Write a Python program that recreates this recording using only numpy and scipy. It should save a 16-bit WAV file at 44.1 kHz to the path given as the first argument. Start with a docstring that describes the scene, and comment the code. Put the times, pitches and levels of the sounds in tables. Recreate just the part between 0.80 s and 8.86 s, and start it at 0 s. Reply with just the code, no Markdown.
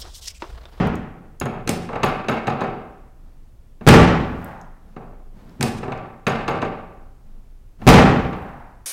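"""Drop table in a treatment room

In a bare room, a lever twice cocks the padded section of a chiropractic table: the latch snaps, and the
lever is let go and bounces to rest. Then a thrust makes the section slam onto the wooden frame. The tail of
an earlier slam opens the scene. Blows are short bursts that ring decaying sines and a noise-made room;
shaped noise makes the rustling clothes and the low ventilation rumble. The slams overload the microphone."""
import sys
import numpy as np
from scipy import signal
from scipy.fft import rfft, irfft, next_fast_len
from scipy.io import wavfile

SR = 44100
rng = np.random.default_rng(int(sys.argv[2]) if len(sys.argv) > 2 else 0)


def put_to_file(sound):
    """Save the sound as 16-bit audio at rate SR, in the file named by the first command-line argument."""
    columns = np.atleast_2d(sound).T  # one column per channel
    safe = np.clip(columns, -1, 1)
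    whole_steps = np.round(safe * 32767)
    wavfile.write(sys.argv[1], SR, whole_steps.astype(np.int16))


N = 355401  # samples in the scene
CLICK_SIZE, TAIL_SIZE = 4096, 55296  # samples in a short click and in a full ringing tail
TAIL_TIMES, TAIL_FREQS = np.arange(TAIL_SIZE) / SR, np.fft.rfftfreq(TAIL_SIZE, 1 / SR)  # s, Hz


def undb(db):
    """Turn decibels into a gain."""
    return 10 ** (np.asarray(db) / 20)


def along(points, hz):
    """Read a curve of (Hz, value) points on a log-frequency axis."""
    point_hz, values = np.transpose(points)
    return np.interp(np.log(np.maximum(hz, 1)), np.log(point_hz), values)


def unit(x):
    """Scale a sound to energy 1."""
    return x / np.sqrt(np.sum(x ** 2))


def add(track, start_s, sound):
    """Mix in a sound; one that began before the scene leaves only its tail."""
    i = int(start_s * SR)
    heard = sound[max(-i, 0):N - i]
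    track[max(i, 0):max(i, 0) + len(heard)] += heard


def convolve(x, response):
    """Play x through a response."""
    return signal.fftconvolve(x, response)[:N]


def causal(x, gain):
    """Filter x by a gain per frequency, with the filter's response starting at the attack, never before."""
    # folding the cepstrum onto positive times gives the minimum-phase filter
    cepstrum = irfft(np.log(gain))
    cepstrum[1:len(x) // 2] *= 2
    cepstrum[len(x) // 2 + 1:] = 0
    return irfft(rfft(x) * np.exp(rfft(cepstrum)))


def noise(colour):
    """Make steady noise of rms 1 with a given spectrum."""
    size = next_fast_len(N, real=True)
    gain = undb(along(colour, np.fft.rfftfreq(size, 1 / SR)))
    x = irfft(rfft(rng.standard_normal(size)) * gain, size)[:N]
    return x / x.std()


def ring(modes):
    """Each mode of a struck body is a sine that dies away by 60 dB in its own time."""
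    tones = []
    for pitch_hz, level_db, t60_s in modes:
        decay = np.exp(-np.log(1000) * TAIL_TIMES / t60_s)
        tones.append(undb(level_db) * np.sin(2 * np.pi * pitch_hz * TAIL_TIMES) * decay)
    return np.array(tones)


def ripple(depth_db, width_hz, from_hz):
    """Countless weak resonances make the response uneven, fully so above from_hz."""
    knots = np.arange(0, SR / 2, width_hz)
    uneven = np.interp(TAIL_FREQS, knots, rng.standard_normal(len(knots)))
    return depth_db * np.minimum(TAIL_FREQS / from_hz, 1) ** 2 * uneven


# How long the room rings: pitch_hz, t60_s (time to fall by 60 dB)
ROOM = [(60, 1.0), (250, .95), (600, .86), (1500, .88), (2700, .75), (4000, .63), (5500, .57), (8000, .48),
        (11000, .38), (16000, .31)]


def diffuse_field():
    """Noise split into the overlapping bands of the room, and the fading gain of each band."""
    centres_hz, t60_s = np.transpose(ROOM)
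    size = 4 * TAIL_SIZE
    hz = np.fft.rfftfreq(size, 1 / SR)
    shares = np.array([along(np.column_stack([centres_hz, pick]), hz) for pick in np.eye(len(ROOM))])
    bands = irfft(rfft(rng.standard_normal(size)) * shares)
    return bands, np.exp(-np.log(1000) * TAIL_TIMES / t60_s[:, None])


def room(field, build_s, grain):
    """Separate early reflections thicken into a tail that arrives in bunches and loses its treble first."""
    bands, decays = field
    start = rng.integers(bands.shape[1] - TAIL_SIZE)
    tail = np.einsum("bt,bt->t", bands[:, start:start + TAIL_SIZE], decays)
    spread = grain * np.exp(-TAIL_TIMES / 0.031)
    early = np.exp(spread * rng.standard_normal(TAIL_SIZE) - spread ** 2)
    knots = TAIL_TIMES[::500]
    bunches = np.interp(TAIL_TIMES, knots, undb(2.2 * rng.standard_normal(len(knots))))
    return unit(tail * early * bunches * (1 - np.exp(-TAIL_TIMES / build_s)))


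# Colour of the ventilation: pitch_hz, level_db
AIR = [(12, -19.5), (24, -0.5), (38, -19), (58, -14), (75, -24.5), (120, -24.5), (170, -34), (330, -40),
       (800, -48.5), (2000, -57), (4000, -61.5), (14000, -65), (16000, -66)]


def ventilation():
    """Moving air makes a steady noise, strongest in the lowest bass."""
    return undb(-41.5) * noise(AIR)


# Colour of the cloth: pitch_hz, level_db
CLOTH = [(40, -10.5), (200, 4.5), (400, -9), (1000, -15), (2500, -28), (4500, -33), (9000, -42.5),
         (16000, -42)]
# Clothes and upholstery shifting under the hands: start_s, hold_s, level_db
SHIFTS = [(2.39, 0.13, -60.5), (3.0, 0.61, -42.5), (4.021, 0.093, -54.5), (4.525, 0.43, -47),
          (6.432, 0.13, -60), (6.983, 0.41, -37.5)]
SHIFT_ATTACK_S, SHIFT_RELEASE_S, CLOTH_REST_DB = .06, 0.13, -67.5


def rustle():
    """Cloth slides in small uneven slips; each shift starts quickly, holds and dies away."""
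    t = np.arange(N) / SR
    slips = np.interp(t, np.linspace(0, N / SR, 200), rng.standard_normal(200))
    motion = np.zeros(N)
    for start_s, hold_s, level_db in SHIFTS:
        attack = np.clip((t - start_s) / SHIFT_ATTACK_S, 0, 1)
        release = np.exp(-np.maximum(t - start_s - hold_s, 0) / SHIFT_RELEASE_S)
        motion += undb(level_db) * attack * release
    return noise(CLOTH) * (undb(CLOTH_REST_DB) + motion) * undb(0.9 * slips)


# Colour of the rattling linkage: pitch_hz, level_db
RATTLE = [(100, -33), (400, -6), (800, 8), (1200, 1.5), (1750, -3.5), (2600, -16), (3500, -25), (7000, -35),
          (16000, -31)]
# The linkage rattling as the pressure comes off: middle_s, half_length_s, level_db
SETTLING = [(3.64, 0.081, -4), (7.59, 0.17, -5)]


def settling(field):
    """After a slam the unloaded springs and linkage chatter in a swell of tiny contacts."""
    t, contacts = np.arange(N) / SR, np.zeros(N)
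    for middle_s, half_length_s, level_db in SETTLING:
        # about 110 random contacts a second
        sparse = (rng.random(N) < 110 / SR) * rng.standard_normal(N)
        swell = np.exp(-np.minimum(((t - middle_s) / half_length_s) ** 2, 20))
        contacts += sparse * undb(level_db) * swell
    response = .5 * signal.unit_impulse(TAIL_SIZE) + room(field, build_s=0.0012, grain=0.33)
    return convolve(contacts, causal(response, undb(along(RATTLE, TAIL_FREQS))))


# The lever let go: start_s, level_db, first_flight_s, kept (share of speed per bounce), ping_db
LEVER_FALLS = [(1.232, -1, .252, .738, -1.5), (5.467, -2, .212, .655, -8.5)]
REST_FLIGHT_S = .12  # a flight shorter than this is the last


def bounces():
    """Speed and flight time shrink by the same share at each bounce: start_s, level_db, speed_db, ping_db."""
    rows = []
    for start_s, level_db, first_flight_s, kept, ping_db in LEVER_FALLS:
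        for k in range(6):
            speed = kept ** k
            flight_s = first_flight_s * speed
            rows.append((start_s, level_db, 20 * np.log10(speed), ping_db))
            if flight_s < REST_FLIGHT_S:
                break
            start_s = start_s + flight_s
    return rows


# Ringing of the steel handle: pitch_hz, level_db, t60_s
HANDLE = [(3240, -6.5, 0.45), (5200, -0.5, 0.07), (6700, 12, 0.043), (6620, -3, 0.19), (8560, -14, .04),
          (9500, -15, .1)]
# Small ticks of the linkage: start_s, level_db, centre_hz, handle_ring_db (relative to the tick)
TICKS = [(0.072, -24.5, 10000, -12), (0.155, -24, 8050, -5), (0.6004, -9.5, 8800, -3),
         (0.656, -21.5, 9100, 2), (3.6453, -19, 11870, -31), (3.814, -30, 5600, -6),
         (4.695, -37, 4960, -16), (5.177, -33, 4900, -18)]
# The handle chimes after each bounce, and fades faster than the lever's speed
CHIME_DELAY_S, CHIME_DB, CHIME_DB_PER_DB, CHIME_HZ, CHIME_RING_DB = .028, -45.5, 2.04, 7000, 29


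def ticks(field):
    """Short, nearly dry clicks set the handle ringing by different amounts."""
    track, handle = np.zeros(N), unit(ring(HANDLE).sum(axis=0))
    t, hz = np.arange(CLICK_SIZE) / SR, np.fft.rfftfreq(CLICK_SIZE, 1 / SR) + 1
    chimes = [(start_s + CHIME_DELAY_S, CHIME_DB + CHIME_DB_PER_DB * speed_db, CHIME_HZ, CHIME_RING_DB)
              for start_s, _, speed_db, _ in bounces()]
    for start_s, level_db, centre_hz, ring_db in TICKS + chimes:
        click = rng.standard_normal(CLICK_SIZE) * np.exp(-t / .001)
        hump = 1 / (1 + 2 * (hz / centre_hz - centre_hz / hz) ** 2)
        add(track, start_s, undb(level_db) * unit(causal(click, hump)))
        add(track, start_s, undb(level_db + ring_db) * handle)
    return track + undb(-12.5) * convolve(track, room(field, build_s=0.0034, grain=.7))


# Colour of the return spring: pitch_hz, level_db
SPRING = [(3000, -35), (8500, -20), (10200, -1.5), (10600, -5.5), (11400, -1), (12200, -8), (13000, -18),
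          (14700, -5), (16000, -21)]
PING_DELAY_S, PING_DB_PER_DB = .0145, 3.1  # pings fade much faster than the lever's speed


def pings(field):
    """After each bounce the spring gives a thin, very high snap that lingers in the room."""
    track = np.zeros(N)
    for start_s, _, speed_db, ping_db in bounces():
        snap = unit(rng.standard_normal(TAIL_SIZE) * np.exp(-np.minimum(TAIL_TIMES / .0015, 50)))
        in_room = snap + undb(-7.5) * room(field, build_s=.003, grain=.6)
        ping = causal(in_room, undb(along(SPRING, TAIL_FREQS)))
        add(track, start_s + PING_DELAY_S, undb(ping_db + PING_DB_PER_DB * speed_db) * ping)
    return track


# Brief ringing of the metal stop plate: pitch_hz, level_db, t60_s
PLATE = [(1767, -11, 0.026), (2740, -4, 0.013), (3950, 3, 0.0089), (4700, -7, 0.01), (6320, 8.5, 0.011),
         (6790, -2, 0.023), (7830, -3, .02), (8550, 4, 0.01), (13200, -3, .015)]


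def blows(table, colour, body, field, chatter_s, push_db, chatter_db, plate_db, ring_db, room_db,
          build_s, grain, thud_hz):
    """A push, a chatter of loose parts and a crack of the stop plate ring the body and fill the room."""
    track, modes = np.zeros(N), ring(body)
    # the plate scrapes into contact over a few milliseconds, so its ringing builds up
    plate = ring(PLATE).sum(axis=0) * (1 - np.exp(-TAIL_TIMES / .002))
    crack = undb(push_db) * signal.unit_impulse(TAIL_SIZE) + undb(plate_db) * unit(plate)
    colour_db = along(colour, TAIL_FREQS) + ripple(depth_db=1.8, width_hz=32, from_hz=500)
    low = 1 / (1 + (TAIL_FREQS / thud_hz) ** 4)
    swell = (TAIL_TIMES * np.exp(-TAIL_TIMES / chatter_s))[:CLICK_SIZE]
    for start_s, level_db, thud_db, bright_hz in table:
        sound = crack + undb(room_db) * room(field, build_s, grain)
        sound[:CLICK_SIZE] += undb(chatter_db) * unit(rng.standard_normal(CLICK_SIZE) * swell)
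        # the place of the blow decides which way each mode starts
        signs = rng.choice([-1., 1.], len(modes))
        sound += undb(ring_db) * unit(np.einsum("m,mt->t", signs, modes))
        # thud_db sets the bass; a softer contact has less treble
        softness = np.sqrt(1 + (TAIL_FREQS / bright_hz) ** 3)
        gain = undb(level_db + colour_db + thud_db * low) / softness
        add(track, start_s, causal(sound, gain))
    return track


def contact(start_s, force_db, kind):
    """A blow of a given kind, made louder by the force behind it."""
    level_db, thud_db, bright_hz = kind
    return start_s, force_db + level_db, thud_db, bright_hz


# Cocking the section: lift_s (the pawl lifts), snap_s (it snaps in), force_db
COCKINGS = [(0.875, 0.892, 0), (4.809, 4.827, 1)]


def cocking(lift, snap):
    """The two blows of every cocking: the pawl lifts, then snaps in."""
    table = []
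    for lift_s, snap_s, force_db in COCKINGS:
        table.append(contact(lift_s, force_db, lift))
        table.append(contact(snap_s, force_db, snap))
    return table


# Colour of a blow on wood: pitch_hz, level_db
WOOD = [(30, -21.5), (80, 7), (122, 13.5), (170, 8), (250, 10), (340, 6.5), (520, 3), (800, 3.5), (1300, 0),
        (1900, -5), (2700, -4), (3100, -10.5), (4800, -15), (5700, -22.5), (6400, -22), (10000, -25.5),
        (16000, -27.5)]
# Ringing of the wooden frame, also used by the drops: pitch_hz, level_db, t60_s
FRAME = [(60, -1, 1), (118, -3, .7), (139.5, 3, .85), (172, 3, .85), (200, -4, .7), (224, 2, .8),
         (245, -1, .7), (345, -2, .7), (404, 1, .7), (457, 0, .7), (488, -1, .7), (553, -2, .8),
         (635, -3, .5), (732, 1, .7), (755, 3, .8), (783, 2, .9), (825, -1, .6), (877, -2, .5),
         (1005, -4, .5), (1162, 4, .8), (1300, 2, .6), (1433, -1, .6), (1535, -1, .6), (1705, -3, .8),
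         (1815, 0, .7), (2218, 1, .7), (2356, 0, .6), (2509, 0, .6), (2720, 0, .6)]
# The hand taking and easing the lever, and the frame settling: start_s, level_db, thud_db, bright_hz
KNOCKS = [(0.612, -10.5, 4, 2900), (0.658, -9.5, -7.5, 1330), (1.089, -9, -24, 800),
          (1.130, -10.5, -11, 1190), (1.156, -8.5, -15, 1500), (4.164, -17, -5, 880),
          (5.030, -13, -6.5, 1330), (5.080, -10, -6, 746), (5.120, -11, -14, 1890), (7.529, -14, -15, 1600)]
# Each bounce is a hard touch, a dull knock and a shake:
# delay_s, level_db, slope (dB per dB of speed), thud_db, bright_hz (at full speed)
BOUNCE = [(0, -1, 1.4, -4.5, 5800), (.0072, -2.5, 0.05, -11, 1500), (.032, -9.5, 0.46, -6, 2800)]
BRIGHT_POWER = 0.5  # a slower bounce is a softer contact: brightness follows speed to this power
# Thrusts, also used by the latch and drops: give_s (the catch gives way), land_s, force_db
THRUSTS = [(-.325, -.27, -0.5), (3.01, 3.067, 0), (7.017, 7.068, 0.5)]
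# Single contacts on wood: level_db (before the force), thud_db, bright_hz
GIVE_WOOD, HEAVE_WOOD = (-24, 3.4, 1600), (-15.5, 2.7, 280)
LIFT_WOOD, SNAP_WOOD = (-15, 3, 4500), (-5, 0, 650)
HEAVE_LEAD_S = .013  # the pad heaves just before the pawl lifts


def knocks(field):
    """The wooden frame answers the hand, the cocking, the bouncing lever and the catch giving way."""
    bouncing = []
    for start_s, level_db, speed_db, _ in bounces():
        for delay_s, part_db, slope, thud_db, bright_hz in BOUNCE:
            part_level_db = level_db + part_db + slope * speed_db
            part_bright_hz = bright_hz * undb(BRIGHT_POWER * speed_db)
            bouncing.append((start_s + delay_s, part_level_db, thud_db, part_bright_hz))
    giving = [contact(give_s, force_db, GIVE_WOOD) for give_s, _, force_db in THRUSTS]
    heaving = [contact(lift_s - HEAVE_LEAD_S, force_db, HEAVE_WOOD) for lift_s, _, force_db in COCKINGS]
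    table = KNOCKS + cocking(LIFT_WOOD, SNAP_WOOD) + bouncing + giving + heaving
    return blows(table, WOOD, FRAME, field, chatter_s=0.0038, push_db=2, chatter_db=21.0, plate_db=19.5,
                 ring_db=11.5, room_db=20.0, build_s=.003, grain=0.5, thud_hz=296)


# Colour of the latch: pitch_hz, level_db
STEEL = [(200, -77.5), (1200, -15), (2300, -10), (3200, -14.5), (5300, -14.5), (6500, -16), (7600, -15),
         (9800, -11.5), (10600, -19.5), (14800, -15.5), (16000, -34)]
# Ringing of the steel latch: pitch_hz, level_db, t60_s
CATCH = [(2509, -2, .35), (2745, -2, .35), (3520, -4, .2), (4048, -5, .3), (4560, -3, .35), (5130, -4, .25),
         (5270, 2, .4), (6400, -3, .3), (7900, -4, .15), (8942, -2, .15), (9750, -2, .15)]
# Single contacts on steel: level_db (before the force), thud_db, bright_hz
LIFT_STEEL, SNAP_STEEL, LOCK_STEEL = (-2.5, 5, 3700), (-1.1, -3, 10000), (3.5, 2, 15000)
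LOCK_DELAY_S = .0205  # from landing until the latch snaps home


def latch(field):
    """Hard steel snaps with a bright, hissing tail, on cocking and again on landing."""
    locking = [contact(land_s + LOCK_DELAY_S, force_db, LOCK_STEEL) for _, land_s, force_db in THRUSTS]
    table = cocking(LIFT_STEEL, SNAP_STEEL) + locking
    return blows(table, STEEL, CATCH, field, chatter_s=.001, push_db=11.0, chatter_db=22, plate_db=13.0,
                 ring_db=8.5, room_db=16.5, build_s=.003, grain=0.42, thud_hz=250)


# Colour of the loaded section: pitch_hz, level_db
SECTION = [(25, -13.5), (62, -0.5), (100, -2), (135, 1.5), (175, 2), (240, 4), (340, 3), (500, 2.5),
           (800, 1), (1300, -2.5), (2400, -6.5), (3400, -10.5), (6500, -15), (10000, -19), (16000, -21.5)]
# Each landing is a first touch, the full weight, the stop and two rebounds:
# delay_s, level_db (before the force), thud_db, bright_hz
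LANDING = [(0, -2.5, 14.5, 4044), (.0075, 11, 12.5, 4320), (.021, 9, 4, 4416), (.073, 4.5, 9.5, 3450),
           (.118, 0.5, -0.5, 1535)]


def drops(field):
    """The section falls with the weight of a body on it and slams onto the ringing frame."""
    landings = [contact(land_s + delay_s, force_db, kind)
                for _, land_s, force_db in THRUSTS for delay_s, *kind in LANDING]
    return blows(landings, SECTION, FRAME, field, chatter_s=0.0038, push_db=19.0, chatter_db=20.5,
                 plate_db=12.5, ring_db=13, room_db=23.0, build_s=0.004, grain=1.0, thud_hz=266)


def scene():
    """Mix the ventilation, the clothes and the table into one channel."""
    field = diffuse_field()
    background = ventilation() + rustle()
    mechanism = settling(field) + ticks(field) + pings(field) + knocks(field) + latch(field)
    return (background + mechanism + drops(field))[None]


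def record(dry):
    """The microphone flattens the slams, blocks the lowest bass and cuts the top."""
    ceiling, knee = .8, 7  # a higher knee bends more sharply into the ceiling
    clipped = dry / (1 + np.abs(dry / ceiling) ** knee) ** (1 / knee)
    no_bass = signal.sosfilt(signal.butter(1, 8, "high", fs=SR, output="sos"), clipped)
    return signal.sosfilt(signal.ellip(8, .2, 70, 16000, fs=SR, output="sos"), no_bass)


dry = scene()
out = record(dry)
put_to_file(out)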